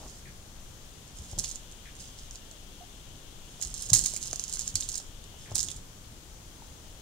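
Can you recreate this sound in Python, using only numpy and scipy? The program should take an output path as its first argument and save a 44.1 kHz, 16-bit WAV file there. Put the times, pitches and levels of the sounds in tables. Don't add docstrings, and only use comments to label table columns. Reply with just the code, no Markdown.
import sys
import numpy as np
from scipy import signal
from scipy.fft import rfft, irfft
from scipy.io import wavfile
from scipy.ndimage import uniform_filter1d

SR = 44100
rng = np.random.default_rng(int(sys.argv[2]) if len(sys.argv) > 2 else 0)


def inscribe(sig):
    pcm = np.round(np.clip(np.atleast_2d(sig).T, -1, 1) * 32767)
    wavfile.write(sys.argv[1], SR, pcm.astype(np.int16))


def ratio(d):
    e = np.asarray(d, float) / 20
    return 10 ** e


N = 309395
SHAPE = 256
STEP = 16


def column(table, hz, order):
    table = np.array(table)
    return np.interp(np.log(hz + 1), np.log(table[:, 0]), table[:, order])


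def band(lo_hz, hi_hz, channels):
    sos = signal.butter(2, [lo_hz, hi_hz], "band", fs=SR, output="sos")
    noise = signal.sosfilt(sos, rng.standard_normal((channels, N)))
    return noise / noise.std()


def swell(rows, rise_s):
    t = np.arange(0, N, STEP) / SR
    power = np.zeros(len(t))
    for s, db, t60 in rows:
        drop = np.maximum((t - s) / t60, (s - t) / rise_s)
        power += ratio(2 * db - 185.0 * drop)
    return np.repeat(power, STEP)[:N]


def spells(rows, fade_s):
    t = np.arange(0, N, STEP) / SR
    power = np.zeros(len(t))
    for s, hold, db in rows:
        edge = np.minimum(t - s + fade_s, s + hold + fade_s - t) / fade_s
        power += ratio(2 * db) * np.clip(edge, 0, 1) ** 4
    return np.repeat(power, STEP)[:N]


def scatter(at_s, shapes):
    out = np.zeros((2, N + shapes.shape[2]))
    where = (at_s * SR).astype(int)[:, None] + np.arange(shapes.shape[2])
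    for k in range(2):
        np.add.at(out[k], where, shapes[k])
    return out[:, :N]


def rings(rows, push_cycles, partner, left_db):
    s, db, hz, t60 = (c[:, None] for c in np.transpose(rows))
    t = np.arange(SR // 3) / SR
    push = 1 - np.exp(-t * hz / push_cycles)
    decay = np.exp(-np.log(1000) * t / np.maximum(t60, .002))
    tone = np.sin(2 * np.pi * hz * t) + 0.44 * np.sin(2 * np.pi * hz * partner * t)
    ring = ratio(db) * push * decay * tone
    return scatter(s[:, 0], np.stack([ring * ratio(left_db), ring]))


def causal(db):
    cepstrum = irfft(db * np.log(10) / 20)
    fold = np.r_[1, 2 * np.ones(SHAPE // 2 - 1), 1, np.zeros(SHAPE // 2 - 1)]
    return irfft(np.exp(rfft(cepstrum * fold)))


# frequency in Hz, left level in dB, right level in dB.
PORT_COLOUR = [(300, -28, -47), (1400, -19.5, -27), (2400, -21, -26.5), (3100, -16.5, -19),
               (3800, -10.5, -11.5), (4600, -9.5, -4), (5350, -8.5, -6.5), (6500, -19.5, -1.5),
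               (7500, -18, -4), (8300, -17, -4.5), (9960, -20.5, -10.5), (12000, -23.5, -17.5),
               (15600, -26, -20), (20000, -56, -46)]


def tick_shapes(bright_hz, lift_db=9.0, width=0.25, shell_db=8.5, apart_db=9.0, skirt_db=0.5):
    hz = np.arange(SHAPE // 2 + 1) * SR / SHAPE
    uneven = rng.standard_normal((len(bright_hz), 3, len(hz)))
    uneven = uniform_filter1d(uneven, size=3, axis=2)
    from_bright = (hz + 1) / bright_hz[:, None]
    source = lift_db * np.exp(-(np.log(from_bright) / width) ** 2) + shell_db * uneven[:, 0]
    source = source - skirt_db * np.minimum(np.log2(from_bright) ** 2, 2)
    left = causal(source + column(PORT_COLOUR, hz, order=1) + apart_db * uneven[:, 1])
    right = causal(source + column(PORT_COLOUR, hz, order=2))
    lead_s = .00009 + .00002 * uneven[:, 0, :1]
    left = irfft(rfft(left) * np.exp(2j * np.pi * hz * (lead_s - 8 / SR)))
    right = np.roll(right, 8, axis=1)
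    return np.stack([left, right]) / np.abs(right).max(axis=1)[:, None]


# time in seconds, peak in
# dB, brightest frequency in Hz.
SHELL_TICKS = [(0.081, -31, 5700), (0.0982, -31, 7100), (0.0872, -37, 7000), (0.1098, -36, 7200),
               (1.0783, -34, 7500), (1.187, -31.0, 6900), (1.2526, -41, 7000), (1.3141, -28, 7200),
               (1.3268, -35.0, 7000), (1.361, -38.0, 5300), (1.38, -27, 6600), (1.3873, -13.5, 6650),
               (1.3908, -9, 8000), (1.397, -14, 6000), (1.4054, -24.0, 8700), (1.4241, -29.5, 7900),
               (1.434, -27.5, 7100), (1.439, -22.0, 7100), (1.441, -22, 6900), (1.4448, -16, 6600),
               (1.4505, -28, 7200), (1.4538, -25.0, 5900), (1.4577, -24.0, 5300), (1.4702, -24.5, 7200),
               (1.48, -24, 7400), (1.489, -23, 7100), (1.493, -19.5, 7100), (1.5019, -25, 6700),
               (1.505, -26.5, 6900), (1.5137, -19, 6900), (1.5179, -23, 6900), (1.5224, -34, 8400),
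               (1.5257, -30.0, 7000), (1.5483, -32, 7000), (1.5523, -29, 7100), (1.557, -34, 7200),
               (1.558, -20.5, 7100), (1.7148, -33, 7200), (1.7232, -32, 6500), (1.9536, -33, 7200),
               (1.9661, -34, 7300), (2.0046, -32, 6600), (2.0565, -37, 6000), (2.0766, -35, 6000),
               (2.18, -45, 4900), (2.1885, -33, 4700), (2.1954, -31, 6500), (2.2347, -35.0, 5300),
               (2.2439, -39, 7100), (2.3103, -25, 6200), (2.3498, -35, 6860), (2.357, -26, 7000),
               (2.5134, -28.5, 7100), (2.5163, -40.5, 7100),
               (3.5996, -36, 7400), (3.6075, -30, 7200), (3.614, -18, 6600), (3.617, -22, 6800),
          (3.625, -11.5, 6640), (3.628, -16, 6800), (3.6351, -18, 6100), (3.6382, -22.5, 6900),
          (3.65, -20, 6900), (3.673, -21, 7500), (3.7035, -28.5, 7500), (3.7418, -15.5, 7550),
          (3.7443, -25, 7800), (3.7507, -28, 6400), (3.7796, -20, 8200), (3.7842, -26, 7100),
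          (3.7931, -30, 6800), (3.8107, -24, 7440), (3.8204, -25, 8340), (3.8233, -15, 8600),
          (3.8345, -21, 7600), (3.8587, -29, 6900), (3.863, -23, 7700), (3.8893, -22, 7400),
          (3.9018, -12.5, 6200), (3.904, -16, 6400), (3.9323, 2, 6500), (3.9352, 4, 8450),
          (3.9389, 2, 8200), (3.9414, -4.5, 7000), (3.9463, -11, 7900), (3.9487, -7, 7100),
          (3.95, -4, 6500), (3.9513, -6, 6600), (3.9584, -8, 6600), (3.963, -9, 6900), (3.9657, -14, 7000),
          (3.9697, -6, 7100), (3.9761, -10, 7300), (3.9849, -18, 7800), (3.9873, -11.0, 8700),
          (3.9899, -21, 7400), (3.9923, -4.5, 7550), (3.9166, -26, 6500), (4, -18, 6600),
          (4.0127, -12.5, 7800), (4.0185, -21.5, 7800), (4.0227, -21, 6500), (4.0391, -10.5, 7500),
          (4.044, -15, 7800), (4.0477, -15, 6500), (4.0572, -15, 7840), (4.0604, -7.5, 7040),
          (4.064, -18, 6700), (4.0687, -18.0, 8100), (4.074, -20.0, 6500), (4.0816, -23, 6500),
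          (4.0868, -21, 6500), (3.9226, -27, 7200), (4.0965, -28, 6500),
               (4.102, -20, 7460), (4.1188, -23, 6400), (4.138, -18, 7800), (4.1453, -18, 6500),
          (4.158, -26, 6800), (4.164, -12.5, 7540), (4.1666, -24, 7400), (4.1691, -23, 7600),
          (4.1735, -21.0, 8000), (4.1755, -17.5, 7750), (4.2086, -33, 6800), (4.2128, -26.5, 6960),
          (4.2173, -24, 6100), (4.222, -24, 7800), (4.2283, -16, 6840), (4.2338, -28, 7800),
          (4.237, -18, 8050), (4.2399, -28, 6800), (4.257, -25, 6840), (4.259, -24, 7600),
          (4.2634, -24, 6000), (4.2674, -30, 7800), (4.274, -19, 6500), (4.28, -20.5, 5700),
          (4.3039, -30, 7000), (4.307, -29.5, 6500), (4.312, -22, 5700), (4.3301, -14, 6500),
          (4.3324, -23, 7100), (4.3389, -27, 8000), (4.3595, -17, 6300), (4.396, -12, 6500),
          (4.4055, -25, 6500), (4.409, -33, 6500), (4.4151, -32, 7100), (4.4178, -32, 6900),
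          (4.4394, -14, 7200), (4.4481, -33, 7800), (4.4622, -32.0, 6400), (4.481, -21.5, 6300),
          (4.4967, -17.5, 7300), (4.5014, -28.0, 5900), (4.5163, -29, 7200), (4.5272, -14, 7200),
          (4.5366, -15, 8140), (4.5398, -15, 7350), (4.5486, -20, 8700), (4.5576, -17.5, 7210),
          (4.5715, -21, 6800), (4.5853, -28.0, 7100), (4.5888, -27, 6600), (4.5937, -11.5, 7000),
          (4.5983, -23.0, 8000), (4.601, -18, 6900), (4.6084, -22, 7100), (4.611, -18, 7100),
          (4.619, -18, 6600), (4.6277, -29, 6500), (4.6426, -30, 7900), (4.6599, -28.5, 8300),
               (4.666, -29.0, 7500), (4.669, -33, 8280), (4.676, -27, 7200), (4.6784, -12.5, 7000),
          (4.6881, -28.5, 6500), (4.6931, -29.5, 6700), (4.7004, -29, 6900), (4.7026, -33.0, 6500),
          (4.7425, -29, 6900), (4.756, -5, 7500), (4.76, -21, 7200), (4.767, -23, 7400),
          (4.7718, -27, 7700), (4.7746, -35, 6000), (4.7813, -34, 6800), (4.7871, -34, 8000),
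          (4.7906, -34, 6500), (4.7997, -32, 8400), (4.8036, -18.5, 7000), (4.8084, -13, 6830),
          (4.8142, -19.5, 7100), (4.824, -24, 3900), (4.8266, -29, 7700), (4.8299, -28, 7300),
          (4.8331, -22.5, 6900), (4.8366, -25.0, 7100), (4.8413, -23, 7400), (4.8458, -30.5, 6700),
          (4.8499, -30.0, 7000), (4.852, -32.0, 7900), (4.8611, -31.0, 8300), (4.8904, -16, 7450),
          (4.889, -14, 7500), (4.8946, -17, 7750), (4.8997, -23.0, 7800), (4.9111, -30.5, 7300),
          (4.9176, -21, 7100), (4.921, -23, 6000), (4.9283, -21, 7100), (4.9344, -24.5, 7500),
          (4.94, -23, 5500), (4.944, -17.5, 5500), (4.9512, -27, 7900), (4.9556, -12.5, 7840),
          (4.962, -26, 5200), (4.9668, -25.0, 7400), (4.9759, -20, 7300), (4.98, -15, 7100),
          (4.9884, -32, 6800), (4.9913, -35, 7100), (5.0006, -25, 5570), (5.027, -32, 7300),
          (5.0667, -40.0, 6500), (5.2408, -33, 7500),
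               (5.4633, -41.5, 7000), (5.4987, -38, 5900), (5.5102, -31, 7300), (5.5158, -36, 5800),
           (5.5222, -29, 5900), (5.5463, -30, 7800), (5.5494, -20, 8400), (5.5534, -14, 5900),
           (5.557, -7, 8900), (5.5638, -12, 7350), (5.5666, -19, 8100), (5.5727, -22, 6500),
           (5.5805, -9.5, 7500), (5.5861, -12, 7400), (5.5897, -18, 7200), (5.5933, -10.5, 6000),
           (5.6019, -20, 6500), (5.6049, -9.5, 5900), (5.6096, -14, 7600), (5.6119, -20, 7000),
           (5.6185, -33, 6500), (5.6228, -26, 6200), (5.63, -9, 7340), (5.6362, -33, 6400),
           (5.6388, -22.0, 6400), (5.6457, -20, 8400), (5.6491, -25, 7800), (5.6515, -30, 7700),
           (5.6569, -34, 6600), (5.6629, -24, 7500), (5.6658, -31, 6600), (5.672, -27.5, 5900),
           (5.6775, -27, 6500), (5.6817, -36, 7500), (5.6858, -19, 6500), (5.696, -33, 7200),
           (5.7026, -24.0, 7300), (5.7065, -24, 9300), (5.7136, -26, 7500), (5.7157, -19.5, 7100),
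           (5.7187, -26, 8000), (5.7227, -35, 6700), (5.7286, -37, 7100), (5.7381, -42, 7000),
           (5.7445, -31.0, 7200), (5.7632, -28, 7500), (5.7661, -26.0, 7950), (5.7749, -36.5, 9900),
           (5.7839, -40.5, 7800), (5.7895, -43, 7100),
               (5.5556, -7.5, 8300),
    (3.9338, -5, 9300),
    (3.9373, -10, 8600),
    (3.9415, -5, 8300),
    (3.9003, -25, 7000),
    (4.7545, -14, 9900),
    (1.3917, -11.5, 9500),
    (3.8937, -25, 7000),
]
TICKS = SHELL_TICKS


def ticks():
    s, db, hz = np.transpose(TICKS)
    shapes = tick_shapes(hz, lift_db=9.5, width=0.17, shell_db=3.5, apart_db=5.0, skirt_db=5.5)
    rise_s = 0.00035
    return scatter(s - rise_s, shapes * ratio(db + 0.67)[:, None])


# time in seconds, level in dB, settling time (92 dB fall) in
# seconds.
JOLTS = [(0.1, -47, 0.24), (1.388, -27, 0.094), (1.442, -35, 0.84), (2.036, -44, 0.91), (2.18, -45.5, 0.8),
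         (2.33, -44, 0.33), (2.512, -53, .07), (3.624, -30, 0.41), (3.9, -21.5, 0.051), (3.934, -19, 0.42),
         (4.06, -19, 0.17), (4.676, -31, 0.13), (4.758, -18.5, 0.044), (4.985, -44, 0.26),
         (5.554, -45, 1.4)]
# start in seconds, length in seconds, level in dB.
TURNING = [(0.0, 0.19, -49), (1.172, 0.0177, -43), (1.225, .035, -45.5), (1.29, 0.038, -43.5),
           (2.002, 0.022, -39.5), (3.5, 0.12, -51.5), (3.67, 0.054, -44), (3.76, 0.11, -37),
           (4.1, 0.07, -35.5), (4.22, 0.059, -36), (4.3, 0.228, -42.5), (4.52, 0.18, -39.5),
           (4.8, 0.073, -41.5), (4.89, 0.086, -40), (5.39, 0.075, -49), (6.4, 0.46, -62)]


def swarms():
    rate_hz, scatter_db, swarm_db = 2300, 3.0, -4.5
    bounce_t60_s, bounce_db = 0.076, -21.5
    count, kind_count = 30000, 300
    at_s = np.cumsum(-np.log(1 - rng.random(count))) / rate_hz
    at_s = at_s[at_s < N / SR]
    spread = np.clip(rng.standard_normal(len(at_s)), -3, 2.2)
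    size = ratio(scatter_db * spread) * np.sign(rng.random(len(at_s)) - .5)
    bright_hz = 5600 * (8600 / 5600) ** rng.random(kind_count)
    kinds = tick_shapes(bright_hz)[:, :, :SHAPE // 2]
    pick = (rng.random(len(at_s)) * kind_count).astype(int)
    dense = scatter(at_s, kinds[:, pick] * size[:, None])
    s, db, _ = np.transpose(TICKS)
    blows = np.bincount((s * SR).astype(int), ratio(db + bounce_db) ** 2, N)
    settling = signal.lfilter([1], [1, -ratio(-120 / (bounce_t60_s * SR))], blows)
    moving = swell(JOLTS, rise_s=0.03) + spells(TURNING, fade_s=0.035)
    return dense / dense[1].std() * np.sqrt(moving * ratio(2 * swarm_db) + settling)


# time in seconds, peak in dB, ring in Hz, t60 in seconds.
HOLLOW = [(1.4415, -26, 4480, 0.0058), (1.445, -21.5, 3340, 0.0023), (1.513, -36, 4120, 0.0102),
          (3.622, -31, 2120, 0.003), (3.938, -30, 2150, 0.012), (4.164, -31.5, 2380, 0.0058),
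          (4.57, -36.5, 1510, 0.0086), (4.756, -28.5, 2280, 0.0017), (4.7565, -35, 3387, 0.011),
          (4.7575, -20, 4600, 0.007), (4.824, -23, 3800, 0.0048), (5.5635, -30, 3960, 0.0067),
          (5.593, -27, 4700, 0.0065), (5.6098, -28, 4000, .005), (4.396, -32, 2930, 0.0036),
          (5.686, -26, 3480, 0.0071), (5.702, -34, 3296, 0.0067), (5.715, -34.5, 3600, 0.0063),
          (6.045, -41, 4050, 0.0031), (6.44, -55, 3464, 0.0177)]


def hollow_knocks():
    return rings(HOLLOW, push_cycles=0.5, partner=1.38, left_db=-0.5)


# time in seconds, peak in dB, ring in Hz, t60 in seconds.
DULL_KNOCKS = [(1.332, -38, 487, 0.017), (2.3565, -37, 4600, 0.0037), (1.379, -35, 517, 0.013),
               (3.598, -39.5, 530, 0.0089), (3.899, -46, 430, 0.013), (4.137, -38, 591, 0.0095),
               (4.3325, -35.5, 746, 0.009), (5.5632, -38, 940, 0.008), (5.0, -45, 885, 0.0116),
               (5.342, -39, 543, 0.0064), (5.5165, -32.5, 505, 0.011)]


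def dull_knocks():
    return rings(DULL_KNOCKS, push_cycles=0.23, partner=1.49, left_db=3.5)


# time in seconds, peak in dB, pressure leak in seconds.
SNAPS = [
    (4.3317, -21.5, 0.00029),
    (1.4412, -25.5, 0.00014),
    (4.4, -37, .0003),
]


def snaps():
    s, db, leak_s = (c[:, None] for c in np.transpose(SNAPS))
    t = np.arange(SHAPE) / SR
    leak = np.exp(-t / leak_s) - 0.21 * np.exp(-t / (3.3 * leak_s))
    pull = (1 - np.exp(-t / .00006)) * leak
    return scatter(s[:, 0], np.stack([-ratio(db + 5.0) * pull, -ratio(db) * pull]))


# time in seconds, peak in dB, floor ring in Hz, t60 in seconds.
THUDS = [(1.191, -34, 68, 0.17), (1.331, -20.5, 73, 0.034), (1.347, -33, 31.44, 0.39),
         (1.378, -24, 102, 0.069), (3.655, -33, 44.3, 0.28), (3.919, -20, 113.7, 0.12),
         (3.93, -33, 34.2, 0.61), (4.55, -38, 31, 0.3), (4.742, -30.5, 96, 0.15), (4.76, -37, 30.2, 0.62),
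         (5.514, -31.5, 102, 0.17)]


def thuds():
    return -rings(THUDS, push_cycles=0.47, partner=1.25, left_db=1.5)


# time in seconds, level in dB, fall time (92 dB) in
# seconds.
LURCHES = [(0.06, -47.5, 0.34), (.27, -49, 0.98), (1.21, -51, .6), (1.39, -41, 0.5), (3.13, -52, 0.86),
           (3.67, -51.5, 2.9), (3.96, -40.5, 1.14), (4.28, -47, 1.1), (4.57, -53, 1.5), (4.76, -48.5, 1.5),
           (5.3, -53, 0.64), (5.55, -47.5, 3.3)]
# time in seconds, level in dB, fall time (92 dB) in seconds.
SCUFFS = [
    (.014, -53, 0.13),
    (.04, -47.5, 0.089),
    (.066, -49, 0.19),
    (1.345, -65.5, 0.59),
    (1.465, -60, .05),
    (3.936, -50, 0.048),
    (5.52, -48.5, 0.11),
]


def shuffle():
    boards_db = -55.5
    boards_power = swell(LURCHES, rise_s=0.5) + ratio(2 * boards_db)
    mid, side = band(12.0, 144.0, channels=2) * np.sqrt(boards_power)
    brush, apart = band(330, 930, channels=2) * np.sqrt(swell(SCUFFS, rise_s=0.25)) * ratio(-1.5)
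    sides = np.array([[1], [-1]])
    boards = mid * ratio(0.59 * sides) + 0.14 * side * sides
    return boards + brush + 0.35 * apart * sides


def room(x, far_db, early_db, early_t60_s):
    late_t60_s, late_db = 0.3, -10.5
    t = np.arange(SR // 2) / SR
    echoes = rng.standard_normal((2, 2, len(t))) * np.minimum(t / .001, 1)
    early = np.exp(-np.log(1000) * t / early_t60_s)
    late = np.exp(-np.log(1000) * t / late_t60_s)
    tail = ratio(early_db) * echoes[0] * early / np.linalg.norm(early)
    tail = tail + ratio(late_db + far_db) * echoes[1] * late / np.linalg.norm(late)
    return x + signal.fftconvolve(x, tail, axes=1)[:, :N]


# time in seconds, peak in dB, ring in Hz, t60 in seconds.
FAR_KNOCKS = [
    (2.806, -42.5, 720, 0.1),
    (2.836, -44, 800, 0.033),
    (6.62, -35.5, 855, 0.028),
    (6.621, -48, 2100, .012),
]


def far_knocks():
    return rings(FAR_KNOCKS, push_cycles=3.1, partner=1.06, left_db=-3.0)


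# time in seconds, peak in dB.
CHIRPS = [
    (0.2572, -50.5),
    (1.857, -50),
    (5.46, -52),
]


def chirps():
    from_hz, to_hz, fall_s, length_s = 2900, 1550, .0024, .0105
    echo_s, echo_db = .0165, -5.5
    s, db = np.transpose(CHIRPS)
    t = np.arange(SR // 20) / SR
    hz = to_hz + (from_hz - to_hz) * np.exp(-t / fall_s)
    swelling = np.sin(np.pi * np.minimum(t / length_s, 1) ** .42)
    note = np.sin(2 * np.pi * np.cumsum(hz) / SR) * swelling
    again = np.arange(5)
    size = ratio(db[:, None] + echo_db * again).ravel()
    at_s = (s[:, None] - .003 + echo_s * again).ravel()
    return scatter(at_s, np.stack([size[:, None] * note] * 2))


# time in seconds, level in dB.
WHISTLE = [(0.0, -64), (0.35, -86.5), (0.58, -70.5), (1.5, -61.5), (3.58, -62), (4.12, -57), (4.34, -60),
           (4.85, -60), (5.04, -62), (5.57, -61), (5.74, -78), (6.47, -74), (6.66, -67), (7.02, -66)]


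def whistle():
    s, db = np.transpose(WHISTLE)
    level = ratio(np.interp(np.arange(N) / SR, s, db, left=-120, right=-120))
    hiss = band(2780, 3670, channels=1)[0] * level * ratio(5.5)
    return np.array([hiss, 0.07 * hiss])


# frequency in Hz, left and right level in dB per Hz, likeness of ports from 0 to 1.
HOUSE = [(19.6, -63, -67, 0.87), (50, -70, -71.5, 0.92), (155, -82, -82.5, 0.78), (345, -86, -86, 0.71),
         (980, -90, -91, 0.08), (2070, -94.5, -96.5, 0), (2540, -94.5, -95.5, 0.03), (3180, -88, -100, 0),
         (3600, -90.5, -99, 0), (5140, -91.5, -99, 0.05), (6500, -87, -96, 0.01), (8000, -92.5, -100, 0.01),
         (12400, -100, -104, 0), (16400, -103, -106, 0.3)]


def house():
    hz = np.arange(N // 2 + 1) * SR / N
    like = np.clip(column(HOUSE, hz, order=3), 0, 1)
    shared, *own = rfft(rng.standard_normal((3, N)))
    ports = []
    for k in range(2):
        blend = np.sqrt(like) * shared + np.sqrt(1 - like) * own[k]
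        ports.append(blend * ratio(column(HOUSE, hz, order=k + 1)))
    return irfft(np.array(ports) * np.sqrt(SR / 2) * (hz > 12), N)


def scene():
    ball = room(ticks() + swarms(), far_db=0.1, early_db=-7, early_t60_s=.007)
    knocks = room(hollow_knocks() + dull_knocks(), far_db=9.0, early_db=-2, early_t60_s=0.066)
    near = ball + knocks + snaps() + thuds() + shuffle()
    far = room(far_knocks(), far_db=5, early_db=-4, early_t60_s=0.14)
    far = far + room(chirps(), far_db=13, early_db=3.5, early_t60_s=0.23)
    return near + far + whistle() + house()


def top_cut(x):
    return signal.sosfilt(signal.butter(12, 16330, fs=SR, output="sos"), x)


def record(dry):
    cut = signal.ellip(8, .2, 30, 15750, fs=SR, output="sos")
    mix = signal.sosfilt(cut, np.clip(dry, -.92, .92))
    return top_cut(mix)


dry = scene()
out = record(dry)
inscribe(out)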